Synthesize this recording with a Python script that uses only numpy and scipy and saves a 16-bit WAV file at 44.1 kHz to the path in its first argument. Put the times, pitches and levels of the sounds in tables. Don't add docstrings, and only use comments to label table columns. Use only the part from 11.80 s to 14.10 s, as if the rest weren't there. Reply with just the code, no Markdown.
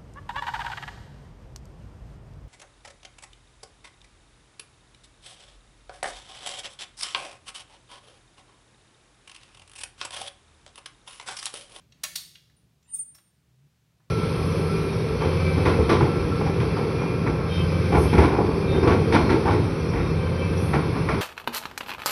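import sys
import numpy as np
from scipy import signal
from scipy.fft import rfft, irfft
from scipy.io import wavfile

SR = 44100
rng = np.random.default_rng(int(sys.argv[2]) if len(sys.argv) > 2 else 0)


def wav_out(sig):
    wavfile.write(sys.argv[1], SR, np.round(np.clip(np.atleast_2d(sig).T, -1, 1) * 32767).astype(np.int16))


N = 101429

# start_s, level_db, tilt_db_per_oct, crack_t60_s, body_hz, falloff_db_per_oct
KNOCKS = [(0.12, -54, -4.5, 0.026, 4100, 10), (0.2339, -23, 0.5, 0.036, 1500, -0.33),
          (0.2457, -31, -2.5, 0.026, 3170, 2), (0.3549, -30.5, 6, 0.069, 3600, 7),
          (0.5512, -46, -2.5, 0.034, 3180, 14), (0.695, -67, -1.5, 0.059, 1580, 6.5),
          (1.025, -66.5, -3.5, .02, 6600, 5), (1.3453, -53.5, 0.5, 0.098, 3360, -5),
          (1.38, -59.5, -3.5, 0.076, 1900, 0.5), (2.198, -69.5, -11, 0.057, 955, 11.5)]
# freq_hz, level_db, t60_s
HANGER_MODES = [(335.5, -26.5, 0.58), (606.5, -13, 0.14), (810, -13, 0.18), (1095, -6.5, 0.11),
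                (1295, -3.5, 0.036), (1735, -12.5, 0.3), (1975, -4.5, 0.13), (2206, -7, .1),
                (2500, -4.5, 0.098), (2766, -0.5, 0.071), (3354, -5.5, 0.061), (3757, -3, 0.073),
                (4034, -1, .08), (4545, -2, 0.095), (5670, 3.5, 0.069), (6520, -4, 0.11)]
# freq_hz, density_db
CRACK_SPECTRUM = [(100, -33), (330, -22), (470, -26), (650, -12.5), (900, -14), (1350, -3.5), (3500, -2),
                  (6000, -1.5), (8000, -2.5), (11500, -5.5), (15500, -13.5)]
KNOCK_RISE_S, HANGER_RING_DB = 0.0051, -7

# start_s, level_db
LANDINGS = [(0.354, -27)]
# freq_hz, level_db, t60_s
RAIL_MODES = [(3575, -21.5, .45), (3782, -5, 0.16), (4210, -6, 0.22), (4452, 0, .2), (4500, -11, 0.5),
              (5980, -15.5, 0.22), (7135, -3, .07), (9110, -8, .17), (11200, -7, 0.11), (11900, -13, 0.16),
              (15055, -12, 0.18)]
# freq_hz, density_db
CLINK_SPECTRUM = [(1000, -9), (2500, -8), (4000, 6.5), (6500, -3), (7800, -4.5), (9000, 6.5), (10000, -14),
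                  (11500, -1.5), (15500, -7.5)]
LANDING_RISE_S, RAIL_RING_DB, SHIMMER_DB = 0.0052, -10.5, -11.5

# time_s, level_db
SQUEAL_LEVEL = [(1.065, -84), (1.09, -59), (1.13, -41), (1.141, -30.5), (1.15, -26.5), (1.16, -38),
                (1.182, -46.5), (1.194, -28), (1.208, -31), (1.222, -36.5), (1.239, -42), (1.25, -63),
                (1.293, -69), (1.32, -68)]
# time_s, pitch_hz
SQUEAL_PITCH = [(1.129, 8950), (1.159, 8954)]
# time_s, slip_rate_hz, level_db
CHATTER = [(1.055, 880, -78.5), (1.097, 975, -67.5), (1.137, 950, -72.5), (1.151, 1160, -68),
           (1.186, 1205, -69), (1.205, 1000, -82.5)]
CHATTER_HARMONICS_DB = [-0.5, -1.5, 4, -3, -7]
UPPER_SIDES_DB, LOWER_SIDES_DB = [-1, -4.5, -15], [-3, -8, -16]
OCTAVE_SIDES_DB = [-5, -12, -16.5]
# time_s, level_db
RASP_LEVEL = [(1.07, -85), (1.133, -66.5), (1.147, -49.5), (1.182, -52), (1.2, -57), (1.245, -65),
              (1.29, -78.5)]
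# start_s, pitch_hz, level_db, t60_s
SLIPS = [(0.765, 9458, -67, 0.24), (1.038, 7250, -74.5, 1), (1.347, 5390, -56, 0.16),
         (1.349, 13300, -63, 0.22)]
CHATTER_JITTER, GRIT_DB, SLIP_WOBBLE_HZ, SLIP_SETTLE_S = 0.02, -7, 230, 0.035

# time_s, level_db
CLOTH_LEVEL = [(0, -68), (0.09, -81.5), (0.21, -70), (0.3, -70.5)]
# freq_hz, density_db
CLOTH_SPECTRUM = [(300, 1), (1000, -2), (2700, 0.5), (6000, -6.5), (14000, -19.5)]

# freq_hz, t60_s
ROOM_T60 = [(200, 0.93), (1000, 0.41), (4000, 0.7), (8500, 0.5), (15000, 0.57)]
PREDELAY_S, EARLY_DB, TAIL_DB = 0.011, -9.5, -9
RING_SEND_DB, SLIDE_SEND_DB = -11.5, -6.5

# freq_hz, density_db
RUMBLE_SPECTRUM = [(25, -39), (40, -18), (58, -5), (72, 0.5), (95, -14), (120, -2.5), (160, -0.5),
                   (210, -11), (300, -15), (480, -17.5)]
# time_s, level_db
RUMBLE_LEVEL = [(0, -63.5), (0.42, -61.5), (0.6, -66.5), (0.8, -65), (1.4, -68.5), (2.3, -67.5)]
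# time_s, pitch_hz, level_db
BOOM = [(1.68, 121.3, -69.5), (1.77, 125.6, -61), (1.86, 147.8, -58), (1.91, 146.4, -79)]
# freq_hz, density_db
HISS_SPECTRUM = [(260, -43.5), (450, -9), (633, -4), (1080, -5), (3970, -7.5), (15500, -17.5)]
HUM_HZ, HUM_DB, HISS_DB, CUTOFF_HZ = 114.7, -74.5, -75, 15750


def hanger_knocks():
    cracks, rings = 0, 0
    peaks_db = 5.5 * np.max([resonance(hz, width_hz=75) for hz, _, _ in HANGER_MODES], axis=0)
    for start_s, db, tilt, t60_s, body_hz, falloff in KNOCKS:
        body = undb(peaks_db - falloff * np.abs(np.log2(freqs() / body_hz)))
        crack = noise(colour(CRACK_SPECTRUM, tilt) * body)
        cracks += undb(db) * crack * strike(seconds() - start_s, KNOCK_RISE_S, t60_s)
        modes = [(hz, mode_db - falloff * abs(np.log2(hz / body_hz)), ring_s)
                 for hz, mode_db, ring_s in HANGER_MODES]
        rings += undb(db + HANGER_RING_DB) * ring(modes, start_s, KNOCK_RISE_S, tilt)
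    return cracks, rings


def hook_landing():
    clinks, rings = 0, 0
    for start_s, db in LANDINGS:
        age_s = seconds() - start_s
        clinks += undb(db) * noise(colour(CLINK_SPECTRUM)) * strike(age_s, LANDING_RISE_S, t60_s=0.023)
        shimmer = noise(colour(CLINK_SPECTRUM, tilt_db_per_oct=0.5))
        rings += undb(db + SHIMMER_DB) * shimmer * strike(age_s, LANDING_RISE_S, t60_s=0.34)
        rings += undb(db + RAIL_RING_DB) * ring(RAIL_MODES, start_s, LANDING_RISE_S)
    return clinks, rings


def hook_sliding():
    squeal_hz = np.interp(seconds(), *np.array(SQUEAL_PITCH).T) + 12 * wander(150)
    squeal = tone(squeal_hz) * fader(SQUEAL_LEVEL) * undb(0.71 * wander(290))
    time_s, rate_hz, db = np.array(CHATTER).T
    chatter_hz = np.interp(seconds(), time_s, rate_hz) * (1 + CHATTER_JITTER * wander(200))
    chatter = unit_rms(rough_tones(0, chatter_hz, CHATTER_HARMONICS_DB)) * fader(np.c_[time_s, db])
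    sides = rough_tones(squeal_hz, chatter_hz, UPPER_SIDES_DB)
    sides += rough_tones(squeal_hz, -chatter_hz, LOWER_SIDES_DB)
    sides += rough_tones(2 * squeal_hz - chatter_hz, -chatter_hz, OCTAVE_SIDES_DB)
    grit = undb(GRIT_DB) * noise(colour([(6500, -2), (9000, 12), (15500, -1)]))
    rasp = (unit_rms(sides) + grit) * fader(RASP_LEVEL) * undb(2 * wander(300))
    return squeal + chatter + rasp


def hook_slips():
    pings = 0
    for start_s, hz, db, t60_s in SLIPS:
        age_s = seconds() - start_s
        wobble_hz = SLIP_WOBBLE_HZ * wander(300) * np.exp(-np.abs(age_s) / SLIP_SETTLE_S)
        pings += undb(db) * tone(hz + wobble_hz) * strike(age_s, 0.0014, t60_s)
    return pings


def garments():
    return noise(colour(CLOTH_SPECTRUM)) * fader(CLOTH_LEVEL) * undb(0.83 * wander(60))


def room(send):
    age_s = seconds() - PREDELAY_S
    centres_oct = np.log2(125) + np.arange(8)
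    white, tail = rfft(rng.standard_normal(N)), 0
    for centre, weights in zip(centres_oct, np.eye(8)):
        band = irfft(white * np.interp(np.log2(freqs()), centres_oct, weights), N)
        tail += band * strike(age_s, rise_s=0.013, t60_s=log_interp(ROOM_T60, 2 ** centre))
    early = rng.standard_normal(N) * strike(age_s, rise_s=0.0013, t60_s=0.14)
    response = (undb(TAIL_DB) * unit_rms(tail) + undb(EARLY_DB) * unit_rms(early)) / np.sqrt(N)
    return signal.fftconvolve(send, response)[:N]


def background():
    rumble = noise(colour(RUMBLE_SPECTRUM) * lowpass(520)) * fader(RUMBLE_LEVEL)
    rumble *= undb(1.2 * wander(6.2))
    hum = tone(HUM_HZ + 1.5 * wander(1.4)) * undb(HUM_DB + 2 * wander(6.8))
    time_s, hz, db = np.array(BOOM).T
    boom = tone(np.interp(seconds(), time_s, hz) + 4 * wander(22)) * fader(np.c_[time_s, db])
    hiss = undb(HISS_DB) * noise(colour(HISS_SPECTRUM))
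    return rumble + hum + boom + hiss


def ring(modes, start_s, rise_s, tilt_db_per_oct=0):
    hz, db, t60_s = np.array(modes).T[:, :, None]
    gain = undb(db + tilt_db_per_oct * np.log2(hz))
    age_s = np.arange(SR // 2) / SR
    waves = np.sin(2 * np.pi * (hz * age_s + rng.random(hz.shape))) * strike(age_s, rise_s, t60_s)
    sound = (gain * waves).sum(0) / np.sqrt(np.sum(gain ** 2) / 2)
    return np.concatenate([np.zeros(int(start_s * SR)), sound, np.zeros(N)])[:N]


def rough_tones(base_hz, step_hz, levels_db):
    return sum(undb(db) * tone(base_hz + k * step_hz) * (1 + 1.2 * wander(170))
               for k, db in enumerate(levels_db, 1))


def tone(hz):
    return np.sqrt(2) * np.sin(2 * np.pi * np.cumsum(hz) / SR)


def noise(bin_gain):
    return unit_rms(irfft(rfft(rng.standard_normal(N)) * bin_gain, N))


def wander(rate_hz):
    return noise(lowpass(rate_hz))


def strike(age_s, rise_s, t60_s):
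    return np.clip(age_s / rise_s, 0, 1) * np.exp(-np.log(1000) * np.maximum(age_s - rise_s, 0) / t60_s)


def fader(points):
    return undb(np.interp(seconds(), *np.array(points).T, left=-200, right=-200))


def colour(points, tilt_db_per_oct=0):
    hz = freqs()
    tilt_db = tilt_db_per_oct * np.log2(np.maximum(hz, points[1][0]))
    return undb(log_interp(points, hz) + tilt_db) * np.minimum(hz / points[0][0], 1) ** 2


def resonance(hz, width_hz):
    return 1 / (1 + (2 * (freqs() - hz) / width_hz) ** 2)


def lowpass(corner_hz):
    return 1 / (1 + (freqs() / corner_hz) ** 4)


def log_interp(points, hz):
    point_hz, values = np.array(points).T
    return np.interp(np.log(hz), np.log(point_hz), values)


def undb(db):
    return 10 ** (np.asarray(db) / 20)


def unit_rms(x):
    return x / np.sqrt(np.mean(x ** 2))


def seconds():
    return np.arange(N) / SR


def freqs():
    return np.maximum(np.arange(N // 2 + 1) * SR / N, 1)


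def scene():
    cracks, rings = np.add(hanger_knocks(), hook_landing())
    slide = hook_sliding() + hook_slips()
    cloth = garments()
    reflections = room(cracks + cloth + undb(RING_SEND_DB) * rings + undb(SLIDE_SEND_DB) * slide)
    return (cracks + rings + slide + cloth + reflections + background())[None]


def record(dry):
    return signal.sosfilt(signal.ellip(10, 0.2, 80, CUTOFF_HZ, fs=SR, output="sos"), dry)


dry = scene()
out = record(dry)
wav_out(out)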